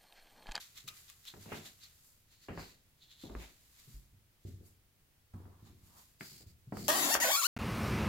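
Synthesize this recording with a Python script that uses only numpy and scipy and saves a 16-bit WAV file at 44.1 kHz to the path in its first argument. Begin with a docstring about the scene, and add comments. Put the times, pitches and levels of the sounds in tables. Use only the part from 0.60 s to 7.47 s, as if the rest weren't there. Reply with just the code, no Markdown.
"""Opening a glass patio door

Someone in rustling clothes walks over a wooden kitchen floor, and the boards thump and knock.
At the door the latch clacks and scrapes, and after a few tugs the rollers start to rumble.
Close by on the left, the rubber weather seal sticks and slips along the frame: slow slips
judder, fast ones squeal."""
import sys
import numpy as np
from scipy import signal
from scipy.fft import rfft, irfft, next_fast_len
from scipy.io import wavfile
from scipy.ndimage import map_coordinates

SR = 44100
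rng = np.random.default_rng(int(sys.argv[2]) if len(sys.argv) > 2 else 0)


def bounce(signal):
    """Save signal as a 16-bit WAV file at the path given by the first command-line argument."""
    frames = np.transpose(np.atleast_2d(signal))
    limited = np.clip(frames, -1, 1)
    pcm = np.round(limited * 32767).astype(np.int16)
    wavfile.write(sys.argv[1], SR, pcm)


N = 302922
TIME = np.arange(N) / SR
AGE = np.arange(SR // 2) / SR  # seconds since a short sound began

# how alike the left and right sides are: (frequency [Hz], likeness [0 to 1])
LIKENESS = [(60, 0.85), (250, 0.92), (700, 0.36), (1500, 0.017), (15000, 0.018)]
# the kitchen's echo: (frequency [Hz], time to fade by 60 dB [s])
ECHO_TIMES = [(80, 0.43), (400, 0.29), (2000, 0.27), (6000, 0.13), (15000, 0.13)]
# tone of the quiet house: (frequency [Hz], level [dB])
AIR_TONE = [(20, -9), (100, -6), (220, -19), (550, -25.5), (1000, -28), (2400, -27), (4800, -29.5),
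            (7500, -32), (16000, -28.5)]

# fabric sliding on fabric: (peak time [s], length [s], swish [dB], hiss [dB], weave pitch [Hz])
FABRIC_STROKES = [(0.01, 0.2, -54, -61, 3990), (0.179, 0.11, -51.5, -61, 3830),
                  (0.285, 0.038, -43, -57.5, 3870), (0.37, 0.39, -63.5, -64.5, 4200),
                  (0.493, 0.1, -58.5, -69, 3480), (0.681, 0.11, -48, -60.5, 3700),
                  (0.83, 0.31, -62.5, -66, 4160), (0.96, 0.24, -54, -62, 3700),
                  (1.063, 0.13, -52.5, -60.5, 3750), (1.236, 0.13, -55, -67.5, 4250),
                  (1.469, 0.37, -88, -70, 4120), (1.727, 0.19, -67, -76.5, 4040),
                  (1.835, .24, -63.5, -72.5, 4430), (2.008, 0.28, -56, -66, 4630),
                  (2.089, 0.17, -64, -71, 4300), (2.43, 0.13, -60, -78, 3890),
                  (2.518, 0.15, -57, -75, 3740), (2.627, 0.25, -56, -67.5, 3850),
                  (2.821, 0.32, -59.5, -68, 3720), (3.194, 0.32, -67, -70.5, 3800),
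                  (3.337, 0.37, -71.5, -69, 4500), (3.882, 0.27, -69.5, -72, 3760),
                  (4.066, 0.2, -79, -69.5, 4020), (5.07, 0.26, -70.5, -77, 3800),
                  (5.27, 0.37, -74.5, -72.5, 4600), (5.391, 0.36, -69, -66.5, 4510)]
# light brushing of the clothes between strokes: (time [s], level [dB])
BRUSH_LEVELS = [(0, -72.5), (1.4, -74), (1.68, -87), (2.35, -88), (2.95, -77), (3.3, -73), (3.6, -106),
                (5.5, -88)]
# tones of firmly and of lightly rubbed fabric: (frequency [Hz], level [dB])
SWISH_TONE = [(410, -43), (700, -29), (1080, -10.5), (2040, -1), (2220, -3), (3090, -2.5), (3870, 0.5),
              (5390, -3.5), (7590, -2.5), (9000, -42), (11700, -21), (19800, -120)]
HISS_TONE = [(350, -18), (600, -12), (1030, -6), (1330, -5), (2680, -20), (3160, -32), (4580, 0.5),
             (5710, -3.5), (7210, 3), (8620, -1), (14700, 2.5), (16000, -16.5)]

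# heels and soles landing: (time [s], level [dB], thump pitch [Hz], treble cut-off [Hz])
STEPS = [(0.242, -58.5, 129.2, 453), (0.736, -50, 105.3, 606), (0.77, -53, 101.1, 450),
         (0.861, -48, 97, 910), (0.918, -41.5, 97, 2500), (1.885, -42.5, 117.5, 2400),
         (1.903, -42.5, 81.5, 600), (1.974, -45.5, 48, 2300), (2.636, -45.5, 110.3, 900),
         (2.698, -46.5, 56, 924), (2.75, -44, 53, 600), (3.274, -53, 128.3, 304), (3.341, -51.5, 48.7, 258),
         (3.528, -60, 99, 300), (3.85, -41, 92.8, 373), (3.937, -51, 81.8, 258), (4.002, -53.5, 80, 494),
         (4.738, -43, 93.4, 343)]
# tone of a knock on the floor or door: (frequency [Hz], level [dB])
KNOCK_TONE = [(30, -16.5), (60, -10), (110, 1), (165, 3.5), (255, -2), (380, -1), (520, -8.5), (700, -7.5),
              (1000, -14), (1800, -12.5), (3000, -12), (4500, -39)]
# small clicks of handled things and of the seal: (time [s], level [dB])
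TICK_HITS = [(0.2776, -32.5), (0.28, -33.5), (0.282, -44), (0.288, -32), (0.5, -36.5), (0.653, -39),
             (1.191, -52), (6.171, -39), (6.2819, -14.5), (6.542, -11)]
# tone of those clicks: (frequency [Hz], level [dB])
TICK_TONE = [(300, -14), (900, -12.5), (1200, 5), (1600, -6.5), (3000, 0.5), (4000, -13), (5500, 0.5),
             (10000, -5.5), (16000, -5.5)]
# hard hits of boards, latch and door: (time [s], level [dB], pitch [Hz], time to fade by 60 dB [s])
CLACK_HITS = [(0.739, -39, 880, 0.039), (0.766, -48, 980, 0.024), (0.858, -42, 500, 0.038),
              (0.924, -25.5, 1130, 0.043), (0.945, -36, 2010, 0.026), (1.885, -38, 997, 0.015),
              (1.976, -28, 816, 0.023), (1.994, -35, 935, 0.019), (2.697, -40.5, 900, 0.028),
              (2.751, -28.5, 1260, 0.023), (4.739, -52.5, 910, 0.026), (4.802, -58, 900, 0.03),
              (4.855, -50, 900, 0.032), (5.609, -26, 2030, 0.0093), (5.62, -48, 2000, 0.053),
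              (6.123, -29, 600, 0.033), (6.17, -29, 910, 0.026), (6.5519, -9.5, 961, 0.016)]
# soles rolling off the boards: (peak time [s], length [s], level [dB])
SOLE_SCUFFS = [(0.927, 0.18, -48), (1.06, .14, -65), (2.02, .2, -56.5), (2.824, .17, -53)]
# tone of a sole rubbing wood: (frequency [Hz], level [dB])
SOLE_TONE = [(300, -17), (700, -2), (1300, -10), (2200, -2), (2800, -5), (3800, -19), (8000, -22)]

# rubbing as the hand takes hold of the door: (time [s], level [dB])
HAND_LEVELS = [(4.73, -96), (4.738, -63), (4.776, -70.5), (5.042, -76.5), (5.074, -69), (5.182, -90),
               (5.392, -67.5), (5.522, -98), (5.56, -89)]
# hollow tone of that rubbing: (frequency [Hz], level [dB])
HAND_TONE = [(300, -11), (650, -5), (1050, 3), (1450, -7), (1950, -14), (2600, -24), (5000, -23)]
# pushes and tugs at the door: (time [s], level [dB], thump pitch [Hz], treble cut-off [Hz])
DOOR_TUGS = [(4.801, -59, 79.4, 560), (4.854, -53, 71.8, 650), (5.024, -53, 98.6, 319),
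             (5.098, -54.5, 83, 287), (5.23, -57.5, 83, 255), (5.608, -47.5, 130, 2230),
             (5.714, -58.5, 135, 380), (5.803, -59.5, 66, 664), (5.864, -52, 83.2, 195),
             (6.071, -50, 127, 252), (6.122, -40.5, 100.3, 980), (6.169, -41, 85.7, 520),
             (6.232, -42, 127.4, 430), (6.552, -55, 60, 600)]
# pulls that rub the latch and fittings: (start [s], stop [s], level [dB], drift [dB/s], rise time [s])
LATCH_PULLS = [(5.587, 5.82, -54.5, -20.5, 0.024), (5.853, 5.913, -65.5, -60, 0.021),
               (6.091, 6.3, -52, -7, 0.11)]
# tone of the metal fittings: (frequency [Hz], level [dB])
METAL_TONE = [(700, -16), (1200, -14.5), (1700, -13), (2100, -6.5), (2600, -10.5), (3700, -9), (4700, 2.5),
              (5200, -3), (5800, -7.5), (7200, -3.5), (9400, -10.5), (14800, -7.5), (16000, -10.5)]

# two slides, the door sticking briefly in between; in each: (time [s], slip rate [Hz], pressure [dB])
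DOOR_SLIDES = [
    [(6.283, 302, -27), (6.335, 332, -33), (6.374, 438, -31), (6.42, 293, -32), (6.446, 466, -31),
     (6.48, 233, -34.5), (6.517, 900, -28.5), (6.54, 946, -28), (6.57, 296, -37)],
    [(6.6, 284, -31), (6.612, 880, -32), (6.628, 1000, -28), (6.655, 490, -30.5), (6.684, 508, -32),
     (6.722, 1190, -26.5), (6.75, 1110, -27), (6.777, 1410, -29), (6.812, 1330, -33), (6.824, 980, -33.5),
     (6.85, 1380, -27.5), (6.87, 1520, -31)],
]
# tone of the dry rubbing under the squeal: (frequency [Hz], level [dB])
RASP_TONE = [(800, -37), (3000, -7), (6000, -0.5), (15000, 3.5)]
# notes at which the door panel rings: (frequency [Hz], width [Hz], strength [dB])
PANEL_NOTES = [(273, 94, -18), (646, 53, -0.5), (1080, 39, -18), (4440, 49, 5), (5860, 70, -7),
               (7100, 450, -23)]
# tone of the seal on the left and on the right: (frequency [Hz], level [dB])
SEAL_LEFT_TONE = [(60, -5), (280, -9), (450, -10), (620, 2.5), (1000, -2), (1300, -6), (1600, -0.5),
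                  (2100, -2), (2800, -1), (4200, -2), (5200, -6.5), (7000, 1), (8500, -9), (13000, -4.5),
                  (15500, -10)]
SEAL_RIGHT_TONE = [(60, -8), (280, -9), (470, -10.5), (620, 1), (1000, 2), (1550, -1), (1900, 4),
                   (2500, -9.5), (3600, -5), (4700, -5.5), (6600, -7.5), (8400, -18.5), (11500, -7.5),
                   (15500, -15.5)]
# the rollers rumbling in their track: (time [s], level [dB])
ROLLER_LEVELS = [(6.3, -44), (6.31, -46), (6.476, -43), (6.518, -51), (6.662, -52.5), (6.74, -63)]
# tone of that rumble: (frequency [Hz], level [dB])
ROLLER_TONE = [(60, -25), (150, -18), (230, -6), (295, -1), (370, -10), (460, -26), (900, -25), (2000, -55)]


def amp(db):
    """Turn decibels into a number to multiply by."""
    return 10 ** (np.asarray(db) / 20)


def unit(x):
    """Scale a signal to an average (rms) strength of 1."""
    return x / np.sqrt(np.mean(x ** 2) + 1e-20)


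def value_at(points, hz):
    """Read between the rows of a (frequency, value) table, on a log frequency scale."""
    frequencies, values = np.transpose(points)
    return np.interp(np.log(hz + 1), np.log(frequencies + 1), values)


def wobble(rate):
    """A smooth curve through `rate` random values a second."""
    return map_coordinates(rng.standard_normal(int(N * rate / SR) + 4), [TIME * rate])


def add(track, s, sound):
    """Mix a sound into a track, starting at s seconds."""
    part = track[..., max(round(s * SR), 0):][..., :sound.shape[-1]]
    part += sound[..., :part.shape[-1]]


def filtered(x, gain):
    """Scale each frequency by gain(hz), ringing only after a sound, never before (minimum phase)."""
    n = x.shape[-1]
    size = 2 * next_fast_len(n // 2 + 4096)
    gains = np.maximum(gain(np.fft.rfftfreq(size, 1 / SR)), 1e-6)
    cepstrum = irfft(np.log(gains))
    cepstrum[1:size // 2] *= 2
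    cepstrum[size // 2 + 1:] = 0
    return irfft(rfft(x, size) * np.exp(rfft(cepstrum)), size)[..., :n]


def coloured(x, tone):
    """Give a sound the tone in a (frequency, level) table."""
    return filtered(x, lambda hz: amp(value_at(tone, hz)))


def stereo_noise(size):
    """White noise whose two sides are alike in the bass and unrelated in the treble."""
    likeness = np.clip(value_at(LIKENESS, np.fft.rfftfreq(size, 1 / SR)), -1, 1)
    angle = np.arccos(likeness) / 2
    mid, side = irfft(rfft(rng.standard_normal((2, size))) * [np.cos(angle), np.sin(angle)], size)
    return np.array([mid + side, mid - side])


def steady_noise(tone):
    """Stereo noise of strength 1 with the given tone, as long as the scene."""
    return unit(coloured(stereo_noise(N), tone))


def fade(fade_s):
    """A dying curve that is 60 dB down after fade_s seconds."""
    return np.exp(-np.log(1000) * AGE / max(fade_s, 1e-3))


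def burst(fade_s):
    """A dying puff of noise with energy 1 on each side."""
    puff = stereo_noise(len(AGE)) * fade(fade_s)
    return puff / np.linalg.norm(puff, axis=1, keepdims=True)


def swell(peak_s, length_s, rise_share=0.35, edge_db=22.5):
    """Loudness of one stroke: a quick rise and a slower fall, edge_db below the peak at its ends."""
    offset = (TIME - peak_s) / length_s
    distance = np.maximum(-offset / rise_share, offset / (1 - rise_share))
    return amp(-edge_db * np.minimum(distance, 10))


def in_room(x, echo_db):
    """Add the kitchen's echo, in which the treble dies first."""
    hz, t, spectrum = signal.stft(stereo_noise(len(AGE)), SR, nperseg=256)
    decay = np.exp(-np.log(1000) * t / value_at(ECHO_TIMES, hz)[:, None])
    tail = signal.istft(spectrum * decay, SR, nperseg=256)[1]
    tail[:, :SR // 250] = 0  # the echo starts after 4 ms
    echo = signal.fftconvolve(x, tail / np.linalg.norm(tail[0]), axes=1)[:, :N]
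    return x + amp(echo_db) * echo


def still_air():
    """The faint rumble and hiss of the house."""
    return amp(-69.0 + 0.38 * wobble(15)) * steady_noise(AIR_TONE)


def clothes():
    """Fabric on fabric: light touches hiss; in firm strokes the weave zips at a pitch set by its speed."""
    s, length_s, swish_db, hiss_db, weave_hz = np.transpose(FABRIC_STROKES)
    power = np.array([swell(*stroke) for stroke in zip(s, length_s)]) ** 2
    brush = amp(np.interp(TIME, *np.transpose(BRUSH_LEVELS)))
    swish_level = np.sqrt(amp(swish_db) ** 2 @ power + (amp(-1) * brush) ** 2)
    hiss_level = np.sqrt(amp(hiss_db) ** 2 @ power + brush ** 2)
    firmness = np.clip(20 * np.log10(swish_level / hiss_level) / 13, .25, .93)
    # slow noise smears the weave's pure note into a zip
    blur = filtered(stereo_noise(N), lambda hz: 1 / np.hypot(1, (hz / 480) ** 2.15))
    note = np.sin(2 * np.pi * np.cumsum(np.interp(TIME, s, weave_hz)) / SR)
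    swish = firmness * unit(blur * note)
    swish += amp(2.5) * np.sqrt(1 - firmness ** 2) * steady_noise(SWISH_TONE)
    flicker = unit(amp(1.07 * wobble(350)))
    return flicker * (swish_level * swish + amp(5.5) * hiss_level * steady_noise(HISS_TONE))


def blows(rows, ring_s, hard_damping, thump_db, knock_db):
    """Each blow makes a low thump and a higher knock; soft blows are duller and thump more."""
    hard_hz, thump_swings = 464, 9.9  # cut-off of a half-hard blow; swings until the main thump dies
    thumps, knocks = np.zeros((2, N)), np.zeros((2, N))
    for s, db, thump_hz, cutoff_hz in rows:
        hardness = 1 / (1 + (hard_hz / cutoff_hz) ** 2)
        thump_shape = (fade(thump_swings / thump_hz) + 0.16 * fade(0.82)) * (1 - fade(0.028))
        thump = np.sin(2 * np.pi * thump_hz * AGE) * thump_shape
        add(thumps, s, amp(db + thump_db) * (1 - 0.85 * hardness) * thump)
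        knock_gain = lambda hz: amp(value_at(KNOCK_TONE, hz)) / np.hypot(1, (hz / cutoff_hz) ** 3)
        shake = unit(filtered(stereo_noise(len(AGE)), knock_gain))
        ring = fade(ring_s * (hard_hz / cutoff_hz) ** hard_damping) + 0.54 * fade(0.037)
        add(knocks, s, amp(db + knock_db) * hardness * shake * ring * (1 - fade(0.0046)))
    return in_room(thumps, echo_db=-7) + in_room(knocks, echo_db=-13)


def footsteps():
    """Heels and soles land on the wooden floor and set it shaking."""
    return blows(STEPS, ring_s=0.41, hard_damping=0.075, thump_db=10.0, knock_db=-0.1)


def ticks():
    """Small bright clicks of handled things and of the seal, louder on the left."""
    out = np.zeros((2, N))
    for s, db in TICK_HITS:
        click = burst(fade_s=0.0099)
        click[:, 0] += .6  # the sharp first touch
        click = coloured(click, TICK_TONE)
        add(out, s, amp(db + 3.5) * click / np.abs(click).max())
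    return in_room(out, echo_db=-4.5) * amp([[2], [-2]])


def clacks():
    """Boards, latch and door take hard hits, each ringing briefly around one rough pitch."""
    out = np.zeros((2, N))
    for s, db, pitch_hz, fade_s in CLACK_HITS:
        hit = burst(fade_s)
        hit[:, 0] += .8  # the sharp first push
        resonance = lambda hz: 1 / np.hypot(1, 1.2 * (hz / pitch_hz - pitch_hz / (hz + 1)))
        ring = filtered(hit, lambda hz: resonance(hz) / np.hypot(1, (hz / 2500) ** 5))
        add(out, s, amp(db - 5.0) * ring / np.abs(ring).max())
    return in_room(out, echo_db=-7.5)


def scuffs():
    """A sole rubs grittily on the wood as it rolls off."""
    level = sum(amp(db) * swell(s, length_s) for s, length_s, db in SOLE_SCUFFS)
    grit = unit(amp(2.3 * wobble(300)))
    return level * grit * steady_noise(SOLE_TONE)


def hand_rub():
    """The hand takes hold of the door with an uneven, hollow rubbing."""
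    s, db = np.transpose(HAND_LEVELS)
    touching = (TIME > s[0]) & (TIME < s[-1])
    level = amp(np.interp(TIME, s, db) + 2.0 + 1.3 * wobble(81))
    return touching * level * steady_noise(HAND_TONE)


def door_tugs():
    """The hand pushes and tugs at the door; the sharper the blow, the sooner its knock dies."""
    return blows(DOOR_TUGS, ring_s=0.51, hard_damping=1.0, thump_db=9, knock_db=2.0)


def latch_scrape(release_s=0.019):
    """Dry metal fittings rub together: each pull catches, drifts in level and lets go."""
    level = np.zeros(N)
    for start, stop, db, db_per_s, rise_s in LATCH_PULLS:
        held_s = np.clip(TIME - start, 0, stop - start)
        catch = np.minimum(held_s / rise_s, 1) ** 2
        release = np.exp(-np.maximum(TIME - stop, 0) / release_s)
        level += amp(db + db_per_s * held_s) * catch * release
    return amp(1.66 + 1.7 * wobble(200)) * level * steady_noise(METAL_TONE)


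def rubber_slips(jitter, scatter_db):
    """One snap each time the rubber lets go; slow slips are uneven, fast ones lock into a squeal."""
    s, slip_hz, pressure_db = np.vstack(DOOR_SLIDES).T
    rate = np.interp(TIME, s, slip_hz)
    looseness = np.minimum(300 / rate, 1)
    uneven_rate = rate * (1 + jitter * looseness * wobble(400)).clip(.1)
    cycles = np.cumsum(uneven_rate * (TIME >= s[0])) / SR
    positions = np.interp(np.arange(int(cycles[-1])) + 1e-6, cycles, np.arange(N))  # one per cycle
    samples = positions.astype(int)
    sliding = sum((TIME >= slide[0][0]) & (TIME < slide[-1][0]) for slide in DOOR_SLIDES)
    pressure = sliding * amp(np.interp(TIME, s, pressure_db))
    scatter = amp(scatter_db * looseness[samples] * rng.standard_normal(len(samples)))
    sizes = (pressure * np.sqrt(SR / rate))[samples] * scatter
    # spread each snap over 16 samples so that it can fall between two of them
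    nearby = samples[:, None] + np.arange(-7, 9)
    lag = nearby - positions[:, None]
    snaps = sizes[:, None] * np.sinc(lag) * np.cos(np.pi * lag / 16) ** 2
    return np.bincount(nearby.ravel(), snaps.ravel(), N)[:N], pressure, rate


def seal_paths(friction, places):
    """Each slip arrives directly and, mostly in the treble, by bounces that change as the door moves."""
    out = np.zeros((2, N))
    place_times = np.linspace(DOOR_SLIDES[0][0][0], TIME[-1], places)
    first = int(place_times[0] * SR) - SR // 100
    start_s, friction = first / SR, friction[first:]
    for weights in np.eye(places):  # blend from each place's bounces into the next
        bounces = coloured(burst(fade_s=0.026), [(300, -3.5), (1500, 0), (4000, 0)])
        share = np.sqrt(np.interp(TIME[first:], place_times, weights))
        add(out, start_s, signal.fftconvolve((share * friction)[None], bounces, axes=1))
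    # the direct sound reaches the right side a little later and weaker
    add(out[0], start_s, coloured(friction, [(400, 1), (1500, -8), (4000, -2.5)]))
    add(out[1], start_s + 0.00021, coloured(friction, [(400, 0.0), (1500, -8), (4000, -7.5)]))
    return out


def weather_seal():
    """The snaps and dry rubbing of the rubber seal ring through the door panel."""
    snaps, pressure, rate = rubber_slips(jitter=0.0515, scatter_db=1.5)
    roughness = 0.61 * np.minimum(580 / rate, 1) ** 1.45 * rng.standard_normal(N)
    rasp = amp(-7) * coloured(rng.standard_normal(N), RASP_TONE)
    friction = snaps + pressure * (roughness + rasp)
    # the rubber stretches again over each cycle, so little is left below the slip rate
    total, n, period = np.cumsum(friction), np.arange(N), SR / rate
    cycle_average = (np.interp(n + period / 2, n, total) - np.interp(n - period / 2, n, total)) / period
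    panel_gain = lambda hz: 1 + sum(
        amp(db) / (1 + (2 * (hz - centre) / width) ** 2) for centre, width, db in PANEL_NOTES)
    left, right = filtered(seal_paths(friction - cycle_average, places=9), panel_gain)
    sound = np.array([coloured(left, SEAL_LEFT_TONE), coloured(right, SEAL_RIGHT_TONE)])
    return amp(1.1) * in_room(sound * np.std(pressure) / np.std(sound), echo_db=-9.0)


def rollers():
    """The rollers rumble near the panel's lowest note as the door gets under way."""
    s, db = np.transpose(ROLLER_LEVELS)
    rolling = (TIME > s[0]) & (TIME < s[-1])
    return rolling * amp(np.interp(TIME, s, db) - 0.5) * steady_noise(ROLLER_TONE)


def scene():
    """Everything heard in the kitchen."""
    hits = footsteps() + door_tugs() + clacks() + ticks()
    rubbing = scuffs() + clothes() + hand_rub() + latch_scrape()
    return hits + rubbing + rollers() + weather_seal() + still_air()


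def record(dry):
    """Cut away the very highest treble."""
    top_hz = 15950
    size = next_fast_len(N + SR // 2)
    kept = np.fft.rfftfreq(size, 1 / SR) < top_hz
    return irfft(rfft(dry, size) * kept, size)[:, :N]


dry = scene()
out = record(dry)
bounce(out)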